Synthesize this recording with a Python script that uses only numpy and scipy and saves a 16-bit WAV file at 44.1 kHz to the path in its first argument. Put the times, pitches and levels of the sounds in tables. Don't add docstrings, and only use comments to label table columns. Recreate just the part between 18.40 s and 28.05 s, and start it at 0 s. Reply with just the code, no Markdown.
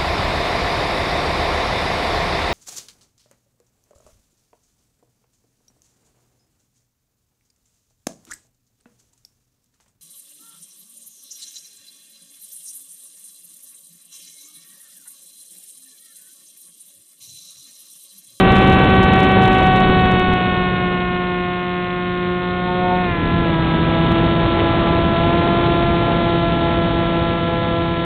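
import sys
import numpy as np
from scipy import signal
from scipy.fft import rfft, irfft, next_fast_len
from scipy.io import wavfile
from scipy.ndimage import uniform_filter1d

SR = 44100
rng = np.random.default_rng(int(sys.argv[2]) if len(sys.argv) > 2 else 0)


def voltage_ratio(level):
    return 10 ** (np.asarray(level, float) / 20)


def generate_wav(signal):
    frames = np.transpose(np.atleast_2d(signal))
    scaled = np.clip(frames, -1, 1) * 32767
    pcm = np.round(scaled).astype(np.int16)
    wavfile.write(sys.argv[1], SR, pcm)


N = 425550
CRUISE_DB, CRUISE_HZ = -33, 170

GUSTY = [.85, .32, .75]


def in_time(rows):
    seconds, *columns = np.transpose(rows)
    return [np.interp(np.arange(N) / SR, seconds, column) for column in columns]


def by_attitude(values):
    # time in seconds, attitude (0 at speed, 1 stall, 2 inverted).
    attitude = [(0.0, 0.11), (1.8, 0.00094), (2.8, 0.67), (4.0, 1.35), (4.3, 1.82), (4.55, 1.72),
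                (4.7, 1.1), (4.9, 1.66), (5.3, 1.8), (5.7, 1.916), (9.65, 1.97)]
    return np.interp(in_time(attitude)[0], range(3), values)


def drift(rate_hz):
    pole = np.exp(-80 * np.pi * rate_hz / SR)
    noise = rng.standard_normal(N // 40 + 2002)
    slow = signal.lfilter([1], [1, -2 * pole, pole * pole], noise)[2000:]
    return np.interp(np.arange(N) / 40, np.arange(len(slow)), slow / slow.std())


def coloured(spectrum):
    size = next_fast_len(N)
    hz, db = np.transpose(spectrum)
    bins_hz = np.maximum(np.fft.rfftfreq(size, 1 / SR), 1)
    gain = voltage_ratio(np.interp(np.log(bins_hz), np.log(hz), db, -90, -90))
    noise = irfft(rfft(rng.standard_normal(size)) * gain, size)[:N]
    return noise / noise.std()


def load_shift(order):
    # centre in seconds, half width in seconds, shaft order, level change in dB.
    shifts = [(3, .4, 1, -0.5), (4.5, .2, 1, 0.5), (6.33, 0.22, 1, -12.5), (7.3, 0.37, 1, -7),
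              (5.5, 0.7, 1, 3.5), (2.1, .3, 2, -2.5), (4.5, .35, 12, 2.5), (3.894, 0.13, 2, 4.5),
              (4.8, 0.12, 2, -7), (5.75, 0.1, 2, 2.5), (7.537, 0.42, 2, 2), (9.2, .2, 2, -4), (4, .2, 6, 0),
              (4.3, .2, 6, -0.5), (4.74, 0.18, 6, 0.5), (7.0, .4, 6, 1), (8.67, 1.3, 6, -2.5),
              (4.55, 0.26, 14, 5), (4.0, 0.55, 3, 3), (6.7, 1.9, 3, -4), (9.25, 0.35, 3, 7.5),
              (2.9, 0.12, 5, 6.5), (4.35, 0.1, 5, 3), (5, 0.46, 5, 2), (6.7, 0.22, 5, -3),
              (6.8, .15, 7, -4), (4.9, .3, 7, -6), (6.45, 0.16, 7, 6.5), (7.35, 0.14, 7, 8.5),
              (5.1, 0.62, 10, 3.5)]
    t = np.arange(N) / SR
    return sum(db * np.exp(-((t - s) / width) ** 2) for s, width, k, db in shifts if round(k) == order)


def partial(angle, order, level_db, lag, wobble_db):
    gusts = np.minimum(drift(8.2), 1.3)
    waver_db = wobble_db * by_attitude(GUSTY) * gusts
    level = np.sqrt(2) * voltage_ratio(level_db + load_shift(order) + waver_db)
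    return -level * np.cos(order * angle + lag)


def blade_dips(angle, dips_db):
    # shaft order, level in dB at speed, level in dB near the stall, level in dB inverted.
    dip_shape = [(6, 4.5, 2.5, 2.5), (7, -22, -8, -10.5), (8, 2, -2, 0.5), (9, -26.5, -11.5, -20.5),
                 (10, -0.5, -3, -5.5), (11, -27, -9.5, -17.5), (12, -2.5, -4, -10.5),
                 (13, -28.5, -14.5, -19.5), (14, -3.5, -7, -16.5), (15, -26.5, -13.5, -28),
                 (16, -5.5, -11.5, -18.5), (17, -26.5, -13.5, -30), (18, -9, -20, -9),
                 (19, -29, -13, -26.5), (20, -6, -20, -8), (21, -20.5, -15, -15), (22, -30, -20, -6),
                 (24, -43.5, -39, -22.5)]
    late_rad = [0.29, 0.21, .5]
    late = by_attitude(late_rad)
    dips = 0
    for order, *shape_db in dip_shape:
        order = round(order)
        odd = order % 2
        lag = -late * max(order - 10, 0) - 1.4 * odd
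        dips = dips + partial(angle, order, dips_db + by_attitude(shape_db), lag, 0.91 + 3.0 * odd)
    return dips


def airframe(angle, unbalance_db, thrust_db, drum_db, odd_db):
    drum_lag = by_attitude([-.5, -.7, .6])
    return (partial(angle, order=1, level_db=unbalance_db, lag=0.57, wobble_db=0.5)
            + partial(angle, order=2, level_db=thrust_db, lag=-0.8, wobble_db=1.7)
            + partial(angle, order=3, level_db=odd_db + 0.5, lag=-0.96, wobble_db=2.0)
            + partial(angle, order=4, level_db=drum_db, lag=drum_lag, wobble_db=1.57)
            + partial(angle, order=5, level_db=odd_db - 1.5, lag=-1.3, wobble_db=6.0))


def air(angle, rush_db):
    # frequency in Hz, level in dB per Hz.
    buffet_colour = [(12, -29.5), (20, -15), (30, -9.5), (50, -4), (80, -2.5), (125, -1.5), (250, -5.5),
                     (400, -12.5), (900, -33)]
    rush_colour = [(150, -19), (300, -3.5), (450, -2.5), (620, -4.5), (950, -8.5), (1300, -11.5),
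                   (2000, -17.5), (2800, -17.5), (4000, -30)]
    wake_colour = [(400, -26), (900, -8.5), (1300, -8.5), (1700, -5), (2300, -1.5), (3000, -4),
                   (3600, -2.5), (4200, 5), (5200, -8)]
    faster_db = rush_db - CRUISE_DB
    pitch_over_s, pitch_over_width_s, pitch_over_db = 4.88, 0.19, 3
    pitch_over = np.exp(-((np.arange(N) / SR - pitch_over_s) / pitch_over_width_s) ** 2)
    buffet_db = -23 + 0.83 * faster_db + pitch_over_db * pitch_over
    wake_db = -43.5 + 0.48 * faster_db
    gust = drift(7.9)

    limit = 3.0
    swings = limit * np.tanh(coloured(buffet_colour) / limit)
    buffet = voltage_ratio(buffet_db + 4.0 + 0.1 * gust) * swings
    rush = voltage_ratio(rush_db + 7.0 + 0.5 * gust + 0.75 * drift(25.0)) * coloured(rush_colour)
    both_blades_db = 6.9 * ((1 + np.cos(2 * angle - .6)) / 2) ** 3
    puff = voltage_ratio(both_blades_db + 1.6 * np.cos(angle - .4))
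    wake = voltage_ratio(wake_db + 11.0 + 0.31 * drift(40.0)) * puff * coloured(wake_colour)
    return buffet + rush + wake


def eddies(angle):
    # time in seconds, depth in dB.
    eddy_events = [
        (1.455, -7),
        (1.494, -6),
        (1.5028, -6),
        (1.5725, -7),
        (1.6585, -4),
        (1.740, -5),
        (1.8155, -8),
        (1.8865, -4.5),
        (1.9355, -6.5),
    ]
    half_width_s = .0008
    t = np.arange(N) / SR
    passes = t[1:][np.diff(angle // np.pi) > 0]
    pressure = 0
    for s, depth_db in eddy_events:
        centre = passes[np.argmin(np.abs(passes - s))]
        pressure = pressure - voltage_ratio(depth_db) * np.exp(-((t - centre) / half_width_s) ** 2)
    return pressure


def controller(angle, speed_db):
    # switching frequency in Hz, shaft order taken off it, level in dB.
    switching = [(8140, 24, -52), (8140, 26, -53), (8140, 28, -54), (8140, 30, -56), (7990, 38, -51)]
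    fades_above_db, fade_db_per_db = -41.5, 5
    heard_db = 2.0 - fade_db_per_db * np.maximum(speed_db - fades_above_db, 0)
    clock = 2 * np.pi * np.arange(N) / SR + 0.00015 * drift(12.0)
    return sum(np.sqrt(2) * voltage_ratio(db + heard_db) * np.cos(hz * clock - order * angle)
               for hz, order, db in switching)


def scene():
    # time in seconds, shaft turns in Hz.
    shaft = [(0.0, 190.9), (1.0, 189.2), (1.8, 184.6), (2.35, 181.0), (3.0, 179.2), (3.9, 178.8),
             (4.62, 181.0), (4.75, 170.3), (4.86, 168.7), (5.0, 169.9), (5.12, 164.9), (5.26, 163.5),
             (5.9, 167.6), (6.8, 168.0), (6.96, 170.8), (7.5, 170.6), (8.55, 168.4), (9.65, 168.5)]
    # time in seconds, level in dB.
    airspeed = [(0.0, -26), (0.8, -28), (1.45, -30), (1.6, -31.5), (2.0, -35), (2.4, -38), (2.8, -43),
                (3.3, -48), (4.0, -45.5), (4.4, -42), (4.8, -37.5), (5.3, -33.5), (6.2, -31.5), (7.2, -32),
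                (8.0, -34.5), (8.8, -36.5), (9.65, -40)]
    # time in seconds, level in dB.
    flex = [(0.0, -17.5), (0.6, -21), (1.2, -16.5), (1.8, -22.5), (2.4, -29.5), (3.0, -29.5), (3.9, -33.5),
            (4.2, -30), (4.53, -20.5), (4.65, -25.5), (4.8, -34.5), (5.05, -27.5), (5.35, -36),
            (5.55, -26.5), (6.1, -28), (6.45, -24), (8.2, -24.5), (9.65, -29.5)]
    odd_under_flex = [-22.5, -10, -7]
    (shaft_hz,), (speed_db,), (flex_db,) = in_time(shaft), in_time(airspeed), in_time(flex)
    shaft_hz = uniform_filter1d(shaft_hz, size=SR // 25)
    faster_db, quicker_hz = speed_db - CRUISE_DB, shaft_hz - CRUISE_HZ
    jitter = 0.0067 * by_attitude(GUSTY) * drift(60.0)
    angle = 2 * np.pi * np.cumsum(shaft_hz) / SR + jitter

    dips_db = -31 + 0.25 * faster_db + 0.0982 * quicker_hz
    unbalance_db = -24.5 + 0.27 * faster_db + 0.1979 * quicker_hz
    thrust_db = -24 + 0.21 * faster_db
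    odd_db = flex_db + by_attitude(odd_under_flex)
    propeller = blade_dips(angle, dips_db) + airframe(angle, unbalance_db, thrust_db, flex_db, odd_db)
    return (propeller + air(angle, speed_db) + eddies(angle) + controller(angle, speed_db))[None]


def roll_off(x):
    return signal.sosfilt(signal.butter(12, 15830, fs=SR, output="sos"), x)


def record(dry):
    up, down, taps = 441, 80, 26
    converter_top, knee, rounding, ceiling = .692, .645, 20, .706
    low = np.clip(signal.resample_poly(dry, down, up, axis=1), -converter_top, converter_top)
    soft = signal.firwin(taps * up + 1, 0.98 / up, window=("kaiser", 9.0))
    full = signal.resample_poly(low, up, down, axis=1, window=soft)[:, :N]
    full = np.pad(full, ((0, 0), (0, N - full.shape[1])))
    over = np.maximum(np.abs(full) - knee, 0)
    full = full - np.sign(full) * rounding * over ** 3
    return roll_off(np.clip(full, -ceiling, ceiling))


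dry = scene()
out = record(dry)
generate_wav(out)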